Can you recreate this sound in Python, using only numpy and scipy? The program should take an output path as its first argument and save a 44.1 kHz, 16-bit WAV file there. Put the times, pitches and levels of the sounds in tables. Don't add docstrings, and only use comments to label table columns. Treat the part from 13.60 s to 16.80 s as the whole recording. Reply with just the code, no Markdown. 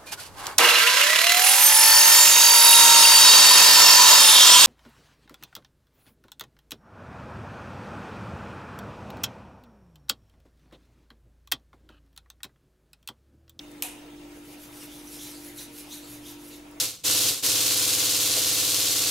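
import sys
import numpy as np
from scipy import signal
from scipy.fft import rfft, irfft
from scipy.io import wavfile
from scipy.ndimage import uniform_filter1d

SR = 44100
rng = np.random.default_rng(int(sys.argv[2]) if len(sys.argv) > 2 else 0)


def elevation(decibels):
    levels = np.asarray(decibels, float)
    return 10 ** (levels / 20)


def persist_wave(psi):
    counts = np.round(np.clip(psi, -1, 1) * 32767).astype(np.int16)
    wavfile.write(sys.argv[1], SR, np.atleast_2d(counts).T)


N = 141120


def evened(x):
    return x / np.sqrt(np.mean(x ** 2) + 1e-20)


def read(points, hz):
    f, value = np.transpose(points)
    return np.interp(np.log(hz + 1), np.log(f + 1), value)


def slow(rate_hz):
    t = np.arange(0, N + 64, 64) / SR
    wave = 0
    for f in rate_hz * np.geomspace(.05, 1, num=24):
        wave = wave + np.sin(2 * np.pi * (f * t + rng.random())) / np.sqrt(f)
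    return np.interp(np.arange(N) / SR, t, evened(wave))


def resonate(x, hz, width):
    turn = np.exp(2j * np.pi * np.cumsum(hz * np.ones(len(x))) / SR)
    r = np.exp(-np.pi * width / SR)
    return 2 * (turn * signal.lfilter([1 - r], [1, -r], x / turn + 1e-18)).real


def colour(x, points, patchy_db, streak_db):
    hz, _, z = signal.stft(x, SR, nperseg=512, noverlap=384)
    a, b = rng.standard_normal((2,) + z.shape[-2:])
    patches = evened(uniform_filter1d(uniform_filter1d(a, size=7, axis=0), size=12, axis=1))
    streaks = evened(uniform_filter1d(uniform_filter1d(b, size=2, axis=0), size=9, axis=1))
    gain = elevation(read(points, hz)[:, None] + patchy_db * patches + streak_db * streaks)
    return signal.istft(z * gain, SR, nperseg=512, noverlap=384)[1][..., :N]


def alike(a, b, points, hz):
    same = np.clip(read(points, hz), 0, 1).reshape((-1,) + (1,) * (a.ndim - 1))
    return np.array([a, same * a + np.sqrt(1 - same ** 2) * b])


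# frequency in Hz, left-right likeness from 0 to 1.
BACKGROUND_SAME = [(40, 0.96), (150, 0.95), (400, 0.61), (900, 0.12), (2500, 0.29), (6000, 0.3),
                   (9000, .85), (13000, 0.93)]


def pair(points):
    hz = np.fft.rfftfreq(N, 1 / SR)
    a, b = rfft(rng.standard_normal((2, N)))
    return evened(irfft(alike(a, b, BACKGROUND_SAME, hz) * elevation(read(points, hz)), N))


# multiple of the shaft speed, rms level in dB, waver in dB.
ORDERS = [(1, -63.5, 1.2), (3, -73, 2.), (5, -71, 2.), (6, -48, 1.1), (7, -57, 2.2), (8, -72, 2.5),
          (27, -72, 1.5), (74, -71.5, 3.5)]
# frequency in Hz, rms level in dB, width in Hz.
WHINES = [(120, -66.5, 4.2), (278, -63, 21), (363.7, -67.5, 6.3), (458.6, -65, 17.5), (627, -68.5, 7.6),
          (778, -72.5, 2.9), (835, -71.5, 6.1), (940, -68.5, 18), (6400, -73, 60)]
# frequency in Hz, level in dB per Hz.
RUMBLE = [(22, -3), (40, -15), (62, 1), (85, -7.5), (130, -0.5), (230, -1), (400, -1), (600, -43)]
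SHAFT_HZ, SHAFT_WANDER = 49.23, .0006
RUMBLE_DB = -57.5


def fridge():
    turns = np.cumsum(SHAFT_HZ * (1 + SHAFT_WANDER * slow(3.46))) / SR
    out = elevation(RUMBLE_DB) * pair(RUMBLE)
    for k, db, waver_db in ORDERS:
        level = np.sqrt(2) * elevation(db + waver_db * slow(16.))
        out += level * np.sin(2 * np.pi * (k * turns + rng.random()))
    for hz, db, width in WHINES:
        out += elevation(db) * evened(resonate(rng.standard_normal(N), hz, width))
    return out


def screen():
    screen_hz, screen_db = 15624, -75
    return elevation(screen_db) * np.sqrt(2) * np.sin(2 * np.pi * screen_hz * np.arange(N) / SR)


# frequency in Hz, level in dB per Hz.
AIR = [(240, -23), (480, -2), (950, -7), (1500, -10.5), (2700, -9.5), (4100, -15), (12500, -22),
       (15800, -26)]
AIR_DB = -53.5


def room_air():
    flat = [(100, 0), (9000, 0)]
    return elevation(AIR_DB) * colour(pair(AIR), flat, patchy_db=2.1, streak_db=1.35)


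CRACKLE_DECAY_S, RING_DECAY_S = .0005, .0007
CLICK_LOW_HZ, CLICK_TOP_HZ = 2200, 13600


def clicks(rows, ring_db, low_share):
    t, out = np.arange(300) / SR, np.zeros(N)
    for s, peak_db, ring_hz in rows:
        edges = [max(CLICK_LOW_HZ, low_share * ring_hz), max(CLICK_TOP_HZ, 1.2 * ring_hz)]
        b, a = signal.butter(3, edges, "band", fs=SR)
        ring = elevation(ring_db) * np.sin(2 * np.pi * ring_hz * t) * np.exp(-t / RING_DECAY_S)
        crackle = .5 * rng.standard_normal(300) * np.exp(-t / CRACKLE_DECAY_S)
        out[round(s * SR):][:300] += elevation(peak_db) * signal.lfilter(b, a, ring + crackle)
    return out


# start in seconds, peak level in dB, ring in Hz.
TICKS = [
    (.116, -37, 10000),
    (.1165, -37, 7500),
    (.1275, -46, 14000),
    (.1835, -42, 10500),
    (.636, -39, 3720),
    (.642, -42, 6460),
    (.651, -42, 5000),
    (.658, -44, 8000),
    (3.1123, -37, 12100),
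    (3.1135, -40, 9500),
]


def small_ticks():
    return clicks(TICKS, ring_db=-11, low_share=.6)


# start in seconds, peak level in dB, ring in Hz.
SNAP = [(.2230, -15, 12700), (.2234, -15.5, 12300), (.2232, -20, 7800), (.2236, -24, 6500),
        (.2237, -24, 5200), (.2238, -24, 3950), (.2241, -21.5, 2950), (.2245, -22, 9200),
        (.2286, -21, 12600), (.2289, -29, 6300), (.2351, -28, 12000), (.2352, -32, 14500),
        (.2353, -31, 7000)]
SNAP_S = SNAP[0][0]


def snap():
    left_db = .6
    return clicks(SNAP, ring_db=2.5, low_share=0) * elevation(left_db * np.array([[1], [-1]]))


def thump():
    thump_db, thump_hz, decay_s = -40, 890, 0.0022
    t = np.maximum(np.arange(N) / SR - SNAP_S, 0)
    return elevation(thump_db) * np.sin(2 * np.pi * thump_hz * t) * np.exp(-t / decay_s)


# frequency in Hz, level in dB, time to fall 60 dB in seconds.
STEEL = [(520, -54.5, 0.39), (700, -57, 0.11), (734, -44, 0.35), (910, -51.5, 0.69), (1210, -57, 0.27),
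         (2150, -62, 0.71), (2500, -48.5, 0.6), (2810, -52, 0.87), (3800, -41.5, 0.12), (7760, -58, 0.19),
         (9000, -54, 0.19), (10300, -52, .35), (12100, -45, 0.34), (12590, -51, .3)]
STEEL_RISE_S, STEEL_BLUR_HZ, BLUR_DOUBLES_HZ = 0.001, 39, 2500


def steel():
    t, out = np.arange(SR // 2) / SR, np.zeros((2, N))
    for hz, db, t60 in STEEL:
        width = STEEL_BLUR_HZ * (1 + hz / BLUR_DOUBLES_HZ)
        envelope = elevation(db - 60 * t / t60) * (1 - np.exp(-t / STEEL_RISE_S))
        for side in out:
            cluster = evened(resonate(rng.standard_normal(len(t)), hz, width))
            side[round(SNAP_S * SR):][:len(t)] += envelope * cluster
    return out + .5 * out[::-1]


# frequency in Hz, level in dB.
SNAP_TAIL = [(300, -5), (800, -34), (1500, -18), (2600, -4.5), (5000, -7.5), (10500, 5.5), (13000, 7),
             (15500, -12)]


def snap_burst():
    impulse = np.arange(N) == round(SNAP_S * SR)
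    return irfft(rfft(impulse) * elevation(read(SNAP_TAIL, np.fft.rfftfreq(N, 1 / SR))), N)


# frequency in Hz, time to fall 60 dB in seconds.
ROOM_DECAY = [(300, 0.28), (760, 0.3), (1400, 0.32), (2600, 0.61), (4500, 0.37), (9000, 0.37),
              (15000, 0.18)]
# frequency in Hz, level in dB.
ROOM_TONE = [(300, -40), (760, 4), (1400, 6.5), (2600, -0.5), (4500, -2), (10000, -5), (15000, -14)]
# frequency in Hz, left-right likeness from 0 to 1.
ROOM_SAME = [(500, 0.081), (2000, 0.36), (5000, 0.72), (9000, 0.48), (13000, 0.82)]
ROOM_GRAIN_DB = 1.


def room(x):
    length = SR // 2
    grain = evened(uniform_filter1d(rng.standard_normal(length), size=90))
    gap = np.arange(length) > 60
    noise = rng.standard_normal((2, length)) * gap * elevation(ROOM_GRAIN_DB * grain)
    hz, t, (a, b) = signal.stft(noise, SR, nperseg=256)
    fall_db = read(ROOM_TONE, hz)[:, None] - 60 * t / read(ROOM_DECAY, hz)[:, None]
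    tail = signal.istft(alike(a, b, ROOM_SAME, hz) * elevation(fall_db), SR, nperseg=256)[1]
    return signal.fftconvolve(x[None], tail / np.linalg.norm(tail[0]), axes=1)[:, :N]


# middle in seconds, half length in seconds, speed in dB.
STROKES = [(0.768, 0.034, -59), (0.874, 0.038, -56), (.93, 0.023, -52), (1.037, 0.041, -49.5),
           (1.168, 0.054, -49), (1.241, 0.028, -47.5), (1.347, 0.046, -49.5), (1.41, .03, -57),
           (1.466, 0.03, -51.5), (1.543, 0.04, -43.5), (1.636, 0.035, -42.5), (1.7, 0.032, -46),
           (1.785, 0.062, -51), (1.874, 0.041, -46.5), (2.007, 0.042, -41.5), (2.183, 0.048, -44),
           (2.344, 0.048, -43.5), (2.445, .04, -60), (2.526, 0.053, -46), (2.693, 0.045, -46),
           (2.81, 0.028, -56), (2.88, 0.044, -49.5), (2.959, 0.026, -52)]
# frequency in Hz, level in dB per Hz.
SKIN = [(900, -26), (1900, -11.5), (3700, -8.5), (6000, -5.5), (8300, -6.5), (11300, 0), (13800, -7),
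        (15800, -11)]
# middle in seconds, half length in seconds, level in dB,
# early pitch in Hz, late pitch in Hz.
CUPS = [(0.918, 0.059, -65, 2500, 2820), (1.038, 0.045, -65.5, 3370, 3770), (1.21, 0.019, -57, 5900, 5530),
        (1.226, 0.017, -54.5, 3170, 2300), (1.318, 0.042, -57.5, 2900, 3870),
        (1.397, 0.019, -61, 5940, 6000), (1.48, 0.013, -54, 5760, 6000), (1.55, .025, -59, 5250, 5400),
        (1.605, 0.017, -50.5, 3040, 3650), (1.644, 0.033, -55, 3930, 4000), (1.76, 0.04, -56.5, 4960, 4170),
        (1.873, 0.042, -63, 2260, 2100), (1.992, 0.011, -45, 4000, 3800), (2.011, 0.008, -62, 1920, 1900),
        (2.038, 0.011, -56, 4220, 4520), (2.21, 0.025, -66.5, 5250, 5360), (2.258, .04, -60.5, 2640, 3340),
        (2.33, 0.019, -45.5, 3500, 4680), (2.444, 0.019, -54.5, 4230, 4300),
        (2.671, 0.039, -52.5, 2880, 3720), (2.733, 0.0089, -63, 2900, 3220),
        (2.918, 0.011, -59, 2820, 2840), (2.936, 0.024, -55.5, 4100, 3460)]
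SLIPS_PER_S, SLIP_SPREAD_DB, STROKE_END_DB = 14000, 0.5, -7
PATCHY_DB, STREAK_DB = 1.8, 2.
CUP_WIDTH_HZ, CUP_WOBBLE, CUP_END_DB = 950, .04, -8
CUP_OVERTONE, CUP_OVERTONE_HZ, CUP_OVERTONE_DB = 1.65, 2500, -3


def hollow(slips, hz, width):
    return evened(resonate(resonate(slips, hz, width), hz, width))


def palms():
    t, out = np.arange(N) / SR, np.zeros(N)
    spread = elevation(SLIP_SPREAD_DB * np.minimum(rng.exponential(1, N), 5))
    slips = rng.standard_normal(N) * spread * (rng.random(N) < SLIPS_PER_S / SR)
    skin = evened(colour(slips, SKIN, PATCHY_DB, STREAK_DB))
    wobble = slow(39.76)
    for middle, half, speed_db in STROKES:
        out += elevation(speed_db + STROKE_END_DB * ((t - middle) / half) ** 2) * skin
    for middle, half, db, early_hz, late_hz in CUPS:
        part = slice(round((middle - 3 * half) * SR), round((middle + 3 * half) * SR))
        u = (t[part] - middle) / half
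        glide = early_hz + (late_hz - early_hz) * (1 + np.tanh(u)) / 2
        hz = glide * (1 + CUP_WOBBLE * wobble[part])
        cup = hollow(slips[part], hz, CUP_WIDTH_HZ)
        overtone = hollow(slips[part], CUP_OVERTONE * hz, CUP_OVERTONE_HZ)
        out[part] += elevation(db + CUP_END_DB * u ** 2) * (cup + elevation(CUP_OVERTONE_DB) * overtone)
    return out


# middle in seconds, half length in seconds, level in dB, pitch in Hz.
GROANS = [
    (1.647, 0.031, -60, 121),
    (2, 0.12, -62, 120),
    (2.584, 0.11, -56.5, 119),
]


def groans():
    t, out = np.arange(N) / SR, np.zeros(N)
    for middle, half, db, hz in GROANS:
        swell = np.sqrt(2) * elevation(db - 5.7 * ((t - middle) / half) ** 2)
        out += swell * np.sin(2 * np.pi * hz * t)
    return out


SNAP_WET_DB, RUB_WET_DB, TICK_WET_DB = 2, -4.5, -7


def scene():
    background = fridge() + screen() + room_air() + groans()
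    ticks, rub = small_ticks(), palms()
    sent = elevation(RUB_WET_DB) * rub + elevation(SNAP_WET_DB) * snap_burst() + elevation(TICK_WET_DB) * ticks
    return background + ticks + snap() + thump() + steel() + rub + room(sent)


def roll_off(x):
    return signal.sosfilt(signal.butter(12, 16810, fs=SR, output="sos"), x)


EDGE_HZ, LOUD_EDGE_HZ = 15760, 16600
LOUD_DB, LOUD_TOP_DB = -29, -7


def record(dry):
    limited = signal.oaconvolve(dry, signal.firwin(1201, EDGE_HZ, fs=SR)[None], "same")
    wide = signal.oaconvolve(dry, signal.firwin(401, LOUD_EDGE_HZ, fs=SR)[None], "same")
    power = uniform_filter1d((dry ** 2).mean(0), size=60)
    loud = uniform_filter1d(1. * (power > elevation(2 * LOUD_DB)), size=60)
    return roll_off(limited + elevation(LOUD_TOP_DB) * loud * (wide - limited))


dry = scene()
out = record(dry)
persist_wave(out)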